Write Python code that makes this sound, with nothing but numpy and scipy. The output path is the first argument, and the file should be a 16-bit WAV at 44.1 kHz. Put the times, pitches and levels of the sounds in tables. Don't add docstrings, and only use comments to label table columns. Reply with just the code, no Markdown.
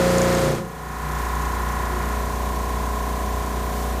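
import sys
import numpy as np
from scipy import signal
from scipy.fft import rfft, irfft
from scipy.io import wavfile
from scipy.ndimage import uniform_filter1d, minimum_filter1d

SR = 44100
rng = np.random.default_rng(int(sys.argv[2]) if len(sys.argv) > 2 else 0)


def pcm_store(signal):
    levels = np.round(np.clip(np.atleast_2d(signal), -1, 1) * 32767)
    wavfile.write(sys.argv[1], SR, levels.astype(np.int16).T)


N = 176400

# [f/Hz, level/dB]
AIR_SPECTRUM = [(25, -8), (60, 10), (130, 1.5), (300, 2), (520, -6.5), (800, 0), (1050, 0.5), (1300, -3.5),
                (1900, -4.5), (2700, -11.5), (4000, -12), (5000, -14.5), (6500, -11.5), (8200, -14.5),
                (9500, -14), (10400, -17.5), (11200, -15.5), (12500, -16), (13300, -14), (15000, -18.5)]
# [f/Hz, bandwidth/Hz, level/dB]
PANEL_MODES = [(89.4, 6, -50), (147, 2.4, -52), (207, 19, -50.5), (359.7, 18, -45)]
# [phase/turn, f/Hz, bandwidth/Hz,
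# level/dB]
LINKAGE_KNOCKS = [(.974, 910, 35, -8), (.51, 876, 45, -11), (.102, 493, 56, -13), (.739, 508, 123, -7),
                  (.344, 791, 52, -14), (.832, 633, 179, -4), (.048, 229, 90, -6), (.182, 1495, 100, -4)]
IDLE_HARMONICS = [-36, 0, -15, -25, -15, -26, -13.5, -18, -22, -21, -31, -26, -22, -13.5, -32, -17, -33,
                  -27, -18, -25, -33, -15.5, -33, -16, -15, -26, -22, -24, -23, -35, -23.5, -16.5, -13.5,
                  -10, -19, -9.5, -26, -21, -34, -30, -32, -24, -34, -27, -35, -26, -30, -21.5, -35, -30,
                  -32, -33, -33, -41, -38, -27.5, -25, -32, -30, -26, -39, -38, -30, -27.5]
WORK_HARMONICS = [-51, -7, -14, -9, -12, -14, -15, -10, -23, -20, -11, -6.5, -17, -12, -11, -13, -16, 1,
                  -17, -22, -20, -20, -19, -14, -16, -20, -32, -24, -28, -22, -24, -21, -19, -14, -22, -18,
                  -23, -24, -26, -28, -24, -20, -22, -23, -22, -25, -29, -21.5, -21.5, -22.5]
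# [f/Hz, level/dB]
IDLE_TREBLE = [(1950, -33.5), (2100, -37), (2500, -42), (3600, -60)]
WORK_TREBLE = [(1530, -33), (1800, -26), (2000, -31), (2130, -31), (2300, -37), (2600, -38), (3600, -33.5)]
CROSSOVERS_HZ = [190, 800, 1150]
# [t/s, level/dB]
HUM_GAIN = [(.6, -7.5), (1, -2), (1.4, 1), (4, 0)]
# [t/s, level/dB]
BODY_GAIN = [(.8, -0.5), (1.4, -3), (2, 0.5), (2.5, 0.7), (2.85, .5), (4, 1.7)]
WHIRR_GAIN = [(.7, -3), (1.2, 1.5), (1.7, 0.7), (2.15, -1), (2.68, -.5), (2.87, -0.5), (3.15, -0.5),
              (3.45, -1.7), (4, -6)]
RATTLE_GAIN = [(.7, 4), (.88, 6), (1.13, 6.5), (1.5, 4.5), (1.8, 6), (2.15, 4.5), (2.33, -1.5), (2.6, -2),
               (2.9, -.5), (4, -2)]
# [peak t/s, f/Hz, level/dB, rise/s, T60/s]
FLEX_TONES = [(0.6983, 153, -30.5, 0.26, 6.7), (1.1039, 149, -38.5, .15, 2.4),
              (1.969, 361.5, -35.5, 0.064, .6)]
# [f/Hz, level/dB]
SLEEVE_SPECTRUM = [(1000, -27), (3000, -6), (8000, -6), (14000, -5)]
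SCRAPE_SPECTRUM = [(1000, -25), (1500, -6), (1800, 7), (2200, -9), (3000, -14), (9000, -24), (15000, -35)]
# [t/s, level/dB]
SHEET_SLAPS = [(.472, -30), (.507, -24), (.55, -18), (.584, -20), (.648, -25)]
# [f/Hz, level/dB]
CRACK_SPECTRUM = [(200, 3), (1200, 4), (2400, -11), (4000, -16), (12000, -32)]
# [f/Hz, level/dB, T60/s]
FREE_SHEET_MODES = [(122.5, -13, 0.72), (148, -10, 0.31), (176.3, -5, 0.73), (207.8, -7, 0.53),
                    (351.7, -1.5, 0.29), (408, -5.5, 0.19), (452, -6.5, 0.69), (535.5, -5.5, 0.59)]
# [f/Hz, level/dB, T60/s]
STEEL_MODES = [(5240, -11, 0.0073), (6480, -5.5, 0.018), (7170, -5, 0.01), (7750, -10, 0.0064),
               (9050, -6, .005)]
# [t/s, level/dB]
TICK_STRENGTH = [(0, -19), (.5, -13.5), (.65, -38), (1.4, -32.5), (2.2, -39.5), (4, -46)]
# [t/s, level/dB]
DIE_NICKS = [(0.15, -9), (.183, -8), (.217, -7.5)]
# [f/Hz, level/dB]
SIZZLE_SPECTRUM = [(60, -7), (200, -3.5), (500, 6.5), (800, 0.5), (1400, 0), (2000, -1.5), (3000, -8.5),
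                   (4500, -6.5), (5700, -9), (6700, -8), (9000, -11), (10500, -16), (13000, -15.5),
                   (15000, -22)]
# [phase/turn, f/Hz, bandwidth/Hz, level/dB]
DIE_BLOWS = [(.03, 452, 116, -1), (.367, 573, 160, 1), (.703, 520, 83, -2), (.755, 144, 25, -6),
             (.263, 229, 40, -1), (.833, 1121, 115, -11)]
# [t/s, level/dB]
DIE_FORCE = [(0, 0), (.36, 0), (.49, -2), (.53, -5.5), (.58, -10), (.605, -14.5), (.66, -40), (.8, -90)]

CRANK_HZ = 29.905
SLIP_S, LOOSE_S = 0.36, 0.47
TIME = np.arange(N) / SR


def from_db(db):
    return 10 ** (np.asarray(db) / 20)


def in_time(rows):
    return np.interp(TIME, *np.transpose(rows))


def at_hz(points, hz):
    freqs, levels = np.transpose(points)
    return np.interp(np.log(hz), np.log(freqs), levels)


def drift(corner_hz):
    step = 100
    pole = np.exp(-2 * np.pi * corner_hz * step / SR)
    white = rng.standard_normal(N // step + 1002)
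    slow = signal.lfilter([1], [1, -2 * pole, pole * pole], white)[1000:]
    return np.interp(np.arange(N) / step, np.arange(len(slow)), rms_one(slow))


def rms_one(x):
    return x / np.sqrt(np.mean(x ** 2) + 1e-20)


def noise(spectrum):
    hz = np.arange(N // 2 + 1) * SR / N + 1e-3
    return rms_one(irfft(rfft(rng.standard_normal(N)) * from_db(at_hz(spectrum, hz)), N))


def resonator(force, hz, width_hz):
    r, w = np.exp(-np.pi * width_hz / SR), 2 * np.pi * hz / SR
    return signal.lfilter([0, np.sin(w)], [1, -2 * r * np.cos(w), r * r], force + 1e-18)


def bandwidth(t60):
    return np.log(1000) / np.pi / t60


def once_a_turn(turn, phase):
    whole = np.floor(turn - phase).astype(int)
    return np.diff(whole, prepend=whole[0]), rng.standard_normal(130)[whole % 130]


def crank(drag_hz=0.035, wander_turns=0.00061):
    lag = drag_hz * np.cumsum(from_db(in_time(DIE_FORCE))) / SR
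    return CRANK_HZ * TIME - lag + lag[-1] / 2 + wander_turns * drift(1.5)


def harmonic_bands(turn, knocks, low_db, treble, lift_db, waver_db, count=115):
    orders = np.arange(1, count + 1)
    hz = orders * CRANK_HZ
    treble_db = at_hz(treble, hz) + 1.5 * rng.standard_normal(count)
    gains = from_db(np.concatenate([low_db, treble_db[len(low_db):]]))
    gains /= np.sqrt(np.sum(gains ** 2) / 2)
    response = sum(from_db(db) * np.exp(-2j * np.pi * orders * phase) / (width / 2 + 1j * (hz - centre))
                   for phase, centre, width, db in knocks)
    angles = np.where(hz < 1250, np.angle(response), 2 * np.pi * rng.random(count))
    bands = np.zeros((4, N))
    for order, gain, angle, band in zip(orders, gains, angles, np.searchsorted(CROSSOVERS_HZ, hz)):
        depth = (from_db(waver_db) - 1) * (.3 if order == 2 else 1)
        amplitude = gain * from_db(lift_db(order * CRANK_HZ)) * (1 + depth * drift(4.4))
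        bands[band] += amplitude * np.cos(2 * np.pi * order * turn + angle)
    return bands


def air(turn, level_db=-34, pulse_db=0.86):
    return from_db(level_db + pulse_db * np.cos(2 * np.pi * (turn - 0.58))) * noise(AIR_SPECTRUM)


def panels():
    return sum(from_db(db) * rms_one(resonator(rng.standard_normal(N), hz, width))
               for hz, width, db in PANEL_MODES)


def reflection_db(hz, crest_hz=780, spacing_hz=278, depth_db=5.5):
    nearness = in_time([(1, 1), (2, 0)])
    offset = (hz - crest_hz) / spacing_hz
    return nearness * depth_db * np.cos(2 * np.pi * offset) * (-1 < offset < .25)


def motor_and_linkage(turn):
    bands = harmonic_bands(turn, LINKAGE_KNOCKS, IDLE_HARMONICS, IDLE_TREBLE, reflection_db, waver_db=.9)
    hum, body, whirr, rattle = from_db(-25) * bands
    throb_db = 3.2 * np.cos(2 * np.pi * (turn - 0.83))
    return (hum * from_db(in_time(HUM_GAIN))
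            + body * from_db(in_time(BODY_GAIN))
            + whirr * from_db(in_time(WHIRR_GAIN) + throb_db)
            + rattle * from_db(in_time(RATTLE_GAIN)))


def rub(spectrum, peak_s, half_width_s, db):
    return from_db(db) * np.exp(-((TIME - peak_s) / half_width_s) ** 2) * noise(spectrum)


def sheet_flexing():
    tones = np.zeros(N)
    for peak_s, hz, db, rise, t60 in FLEX_TONES:
        age = TIME - peak_s
        envelope = np.exp(-(np.minimum(age, 0) / rise) ** 2 - np.log(1000) * np.maximum(age, 0) / t60)
        tones += from_db(db) * envelope * np.sin(2 * np.pi * hz * age)
    return tones


def sheet_slaps(crack_t60=0.024):
    impulses, crack_envelope = np.zeros(N), np.zeros(N)
    for start, db in SHEET_SLAPS:
        impulses[int(start * SR)] += from_db(db)
        crack_envelope += from_db(db - 60 * np.maximum(TIME - start, 0) / crack_t60) * (TIME >= start)
    modes = sum(from_db(db) * resonator(impulses, hz, bandwidth(t60)) for hz, db, t60 in FREE_SHEET_MODES)
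    return modes + crack_envelope * noise(CRACK_SPECTRUM)


def ram(turn, spread_db=1.5, contact_s=0.00023):
    impulses, chance = once_a_turn(turn, phase=.47)
    impulses = impulses * from_db(in_time(TICK_STRENGTH) + spread_db * chance)
    for start, db in DIE_NICKS:
        impulses[int(start * SR)] += from_db(db)
    decay = np.exp(-np.arange(SR // 50) / (contact_s * SR))
    contact = signal.fftconvolve(impulses, decay / np.linalg.norm(decay))[:N] * rng.standard_normal(N)
    return sum((-1) ** i * from_db(db) * resonator(contact, hz, bandwidth(t60))
               for i, (hz, db, t60) in enumerate(STEEL_MODES))


def boom_db(hz, held_hz=182, loose_hz=150, width_hz=17):
    if hz > 2 * held_hz:
        return 0
    centre_hz = in_time([(SLIP_S, held_hz), (LOOSE_S, loose_hz)])
    peak_db = in_time([(SLIP_S, 13), (LOOSE_S, 11)])
    return peak_db * np.exp(-((hz - centre_hz) / width_hz) ** 2)


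def uneven_blows(turn):
    ringing = np.zeros(N)
    for phase, hz, width, db in DIE_BLOWS:
        impulses, chance = once_a_turn(turn, phase)
        ringing += from_db(db) * resonator(impulses * chance, hz, width)
    return rms_one(ringing)


def hammering(turn):
    bands = harmonic_bands(turn, DIE_BLOWS, WORK_HARMONICS, WORK_TREBLE, boom_db, waver_db=.8)
    blows = from_db(-9.5) * bands.sum(axis=0)
    rattle = from_db(in_time([(SLIP_S, -32), (LOOSE_S, -16)])) * uneven_blows(turn)
    bounces = np.cos(6 * np.pi * (turn - 0.17))
    sizzle = from_db(-18 + 0.2 * (bounces + drift(81))) * noise(SIZZLE_SPECTRUM)
    return from_db(in_time(DIE_FORCE)) * (blows + rattle + sizzle)


def scene():
    turn = crank()
    mono = motor_and_linkage(turn) + panels() + air(turn)
    mono += hammering(turn) + sheet_slaps() + ram(turn) + sheet_flexing()
    mono += rub(SCRAPE_SPECTRUM, peak_s=0.32, half_width_s=0.029, db=-27)
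    mono += rub(SLEEVE_SPECTRUM, peak_s=3.79, half_width_s=0.12, db=-41)
    return np.array([mono, mono])


def record(dry):
    limit_db, hold_s, recovery_db_per_s, cutoff_hz = -17, 0.3, 19, 15250
    power = uniform_filter1d(dry[0] ** 2, size=2950)
    level_db = 10 * np.log10(np.maximum(power, 1e-12))
    needed_db = np.minimum(limit_db - level_db, 0)
    half_hold = int(hold_s * SR) // 2
    held_db = minimum_filter1d(needed_db, 2 * half_hold + 1, origin=half_hold, mode="nearest")
    ramp_db = recovery_db_per_s * TIME
    gain_db = np.minimum.accumulate(held_db - ramp_db) + ramp_db
    lowpass = signal.ellip(12, .1, 90, cutoff_hz, fs=SR, output="sos")
    return signal.sosfilt(lowpass, dry * from_db(gain_db))


dry = scene()
out = record(dry)
pcm_store(out)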